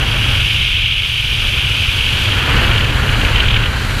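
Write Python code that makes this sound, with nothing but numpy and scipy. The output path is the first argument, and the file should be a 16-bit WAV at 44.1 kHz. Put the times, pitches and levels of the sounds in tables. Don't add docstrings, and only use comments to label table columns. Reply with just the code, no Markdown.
import sys
import numpy as np
from scipy import signal
from scipy.fft import rfft, irfft
from scipy.io import wavfile
from scipy.ndimage import uniform_filter1d, minimum_filter1d

SR = 44100
rng = np.random.default_rng(int(sys.argv[2]) if len(sys.argv) > 2 else 0)


def materialize(psi):
    bounded = np.clip(np.atleast_2d(psi).T, -1, 1)
    quanta = np.round(bounded * 32767).astype(np.int16)
    wavfile.write(sys.argv[1], SR, quanta)


N = 176400

# pitch_hz, level_db
HOLLOW_TONE = [(500, -48), (1600, -21.5), (2000, -18.5), (2200, -8), (2430, -3.5), (2700, -3), (2900, -2.2),
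               (3200, -1.5), (3500, -8.5), (3900, -16), (4350, -25), (6000, -34.5), (9000, -51)]
# pitch_hz, width_hz, boost_db
HOLLOW_PEAKS = [(2900, 130, 2)]
HOLLOW_STEADINESS = 0.7
SWIRL_HZ, SPUTTER_HZ, GRAIN_HZ = 52, 47, 410


def from_db(db):
    return 10 ** (np.asarray(db) / 20)


def unit_power(x):
    return x / np.sqrt(np.mean(x ** 2) + 1e-20)


def curve(rows):
    return np.interp(np.arange(N) / SR, *np.transpose(rows))


def drift(rate_hz):
    pole = np.exp(-16 * np.pi * rate_hz / SR)
    noise = rng.standard_normal(N // 8 + 2002)
    slow = signal.lfilter([1], [1, -2 * pole, pole * pole], noise)[2000:]
    return np.interp(np.arange(N) / 8, np.arange(len(slow)), unit_power(slow))


def flutter(depth_db, rate_hz):
    spread = depth_db * np.log(10) / 20
    swirls = 2 * np.tanh(drift(rate_hz) / 2)
    return np.exp(spread * swirls - .75 * spread ** 2)


def air_noise(tone, drive=1, peaks=()):
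    hz = np.maximum(np.arange(N // 2 + 1) * SR / N, 1)
    pitch_hz, level_db = np.transpose(tone)
    db = np.interp(np.log(hz), np.log(pitch_hz), level_db)
    for centre_hz, width_hz, boost_db in peaks:
        db = db + boost_db / (1 + (2 * (hz - centre_hz) / width_hz) ** 2)
    spectrum = rfft(drive * rng.standard_normal(N))
    low_cut = hz / np.hypot(hz, 10)
    return unit_power(irfft(spectrum * from_db(db) * low_cut, N))


def steadied(x, window_s, steadiness):
    power = uniform_filter1d(x ** 2, int(window_s * SR)) + 1e-12
    return unit_power(x / power ** (steadiness / 2))


def rumble():
    # pitch_hz, level_db
    tone = [(10, -20), (20, -4), (32, 3), (60, 0.4), (95, -1.2), (127, 0), (148, -14), (185, -22.5),
            (270, -33), (600, -66)]
    # time_s, level_db
    shaking = [(0, -16.5), (.2, -17.5), (.36, -15), (.5, -18.5), (.8, -20.5), (1.1, -24.5), (1.4, -19),
               (1.7, -19.5), (2.2, -18.5), (2.33, -16), (2.43, -19.5), (2.57, -13), (3, -15.5), (3.25, -14),
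               (3.5, -12), (3.75, -19), (4, -17)]
    lumps = steadied(air_noise(tone), window_s=0.111, steadiness=0.69)
    return lumps * flutter(depth_db=0.4, rate_hz=SWIRL_HZ) * from_db(curve(shaking))


def roar():
    # pitch_hz, level_db
    tone = [(60, -5), (170, 4), (220, 3.5), (330, -1.5), (480, -1.5), (700, -5.5), (1050, -2), (1220, -1.5),
            (1500, 3.5), (1950, -2), (2400, -2), (2900, -1.5), (3250, -5), (3650, -17), (4050, -11),
            (5000, -23), (9000, -36)]
    # time_s, relative_level_db
    churning = [(0, -24.5), (.2, -25), (.36, -27.5), (.55, -33), (.97, -37.5), (1.14, -36.5), (1.45, -29.5),
                (1.9, -30), (2.2, -26.5), (2.42, -22.5), (2.58, -17), (2.7, -19.5), (2.85, -23), (3.3, -20),
                (3.52, -24), (4, -24.5)]
    drive = flutter(depth_db=1.3, rate_hz=SWIRL_HZ)
    return air_noise(tone, drive) * from_db(2.5 + curve(churning))


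def hollow_ring():
    # time_s, relative_level_db
    flow = [(0, -20), (.25, -17), (.5, -14.5), (.85, -14.5), (1.05, -16.5), (1.4, -16.5), (1.75, -16),
            (2.25, -16.5), (2.6, -21), (2.82, -19.5), (2.97, -27), (3.15, -24.5), (3.3, -23.5), (3.4, -18),
            (3.55, -20), (3.66, -23), (3.72, -36.5), (4, -36)]
    # time_s, depth_db
    sputter = [(0, 1.2), (2.4, 1.4), (2.75, 5.5), (3.6, 3), (4, -9)]
    drive = flutter(depth_db=1.5, rate_hz=GRAIN_HZ) * flutter(curve(sputter), SPUTTER_HZ)
    ringing = air_noise(HOLLOW_TONE, drive, HOLLOW_PEAKS)
    ringing = steadied(ringing, window_s=0.074, steadiness=HOLLOW_STEADINESS)
    return ringing * from_db(curve(flow) - 1)


def hiss():
    # pitch_hz, level_db
    down_tone = [(1500, -0.5), (4000, 11.5), (4350, 5.5), (5100, 5.5), (5700, 5.5), (6700, 1), (7750, -1.5),
                 (9100, 1), (10200, 2), (11200, -2.5), (12650, -.3), (13400, -11), (15200, -11)]
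    turned_tone = [(1500, -1), (4000, 16.5), (4350, 14), (5300, 4), (6000, 6), (6800, 6), (7750, 0),
                   (9100, 1.5), (10300, 2), (11300, -0.5), (12700, 1), (13800, -10), (15200, -18)]
    # pitch_hz, width_hz, boost_db
    down_peaks = [(4640, 210, 9.5), (4950, 140, 3.5), (6310, 210, 5.5), (6600, 200, -3), (8070, 200, 2.5),
                  (8570, 200, -4)]
    turned_peaks = [(4090, 93, -0.5), (4670, 100, 4.5), (7240, 150, 6), (7700, 270, -1), (8070, 380, 5.5),
                    (8540, 170, -3)]
    # time_s, relative_level_db
    strength = [(0.0, -37.5), (0.37, -35), (0.67, -38), (0.95, -41.5), (1.08, -37.5), (2.25, -34.5),
                (2.44, -37), (2.67, -35.5), (2.88, -38), (3.22, -35.5), (3.59, -39.5), (4.0, -34.5)]
    turn_start_s, turn_end_s = 1.5, 3.1
    turn = curve([(turn_start_s, 0), (turn_end_s, 1)])
    drive = flutter(depth_db=0.63, rate_hz=SWIRL_HZ) * flutter(depth_db=1.24, rate_hz=GRAIN_HZ)
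    facing_down = np.sqrt(1 - turn) * air_noise(down_tone, drive, down_peaks)
    turned = np.sqrt(turn) * air_noise(turned_tone, drive, turned_peaks)
    return (facing_down + turned) * from_db(5.5 + curve(strength))


def hollow_bursts():
    # peak_s, level_db
    catches = [(2.650, -19), (2.681, -17), (2.715, -12), (2.781, -12), (2.847, -16), (3.093, -13.5),
               (3.214, -15), (3.251, -11.5), (3.360, -9), (3.404, -9), (3.485, -10.5), (3.508, -12.5),
               (3.544, -13), (3.566, -10), (3.638, -16), (3.661, -17.5)]
    rise_s, fall_s = 0.0022, 0.0036
    t = np.arange(N) / SR
    loudness = np.zeros(N)
    for peak_s, level_db in catches:
        from_peak = np.maximum((peak_s - t) / rise_s, (t - peak_s) / fall_s)
        loudness += from_db(level_db) * np.exp(-np.minimum(from_peak ** 2, 60) / 2)
    ringing = air_noise(HOLLOW_TONE, peaks=HOLLOW_PEAKS)
    return steadied(ringing, rise_s + fall_s, HOLLOW_STEADINESS) * loudness


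def scene():
    return (rumble() + roar() + hollow_ring() + hollow_bursts() + hiss())[None, :]


def record(dry):
    limit, window_s, cutoff_hz = .9, .003, 15150
    span = int(window_s * SR)
    needed_gain = limit / np.maximum(np.abs(dry), limit)
    smooth_gain = uniform_filter1d(minimum_filter1d(needed_gain, span), span)
    treble_cut = signal.ellip(14, .1, 90, cutoff_hz, fs=SR, output="sos")
    return signal.sosfilt(treble_cut, dry * smooth_gain)


dry = scene()
out = record(dry)
materialize(out)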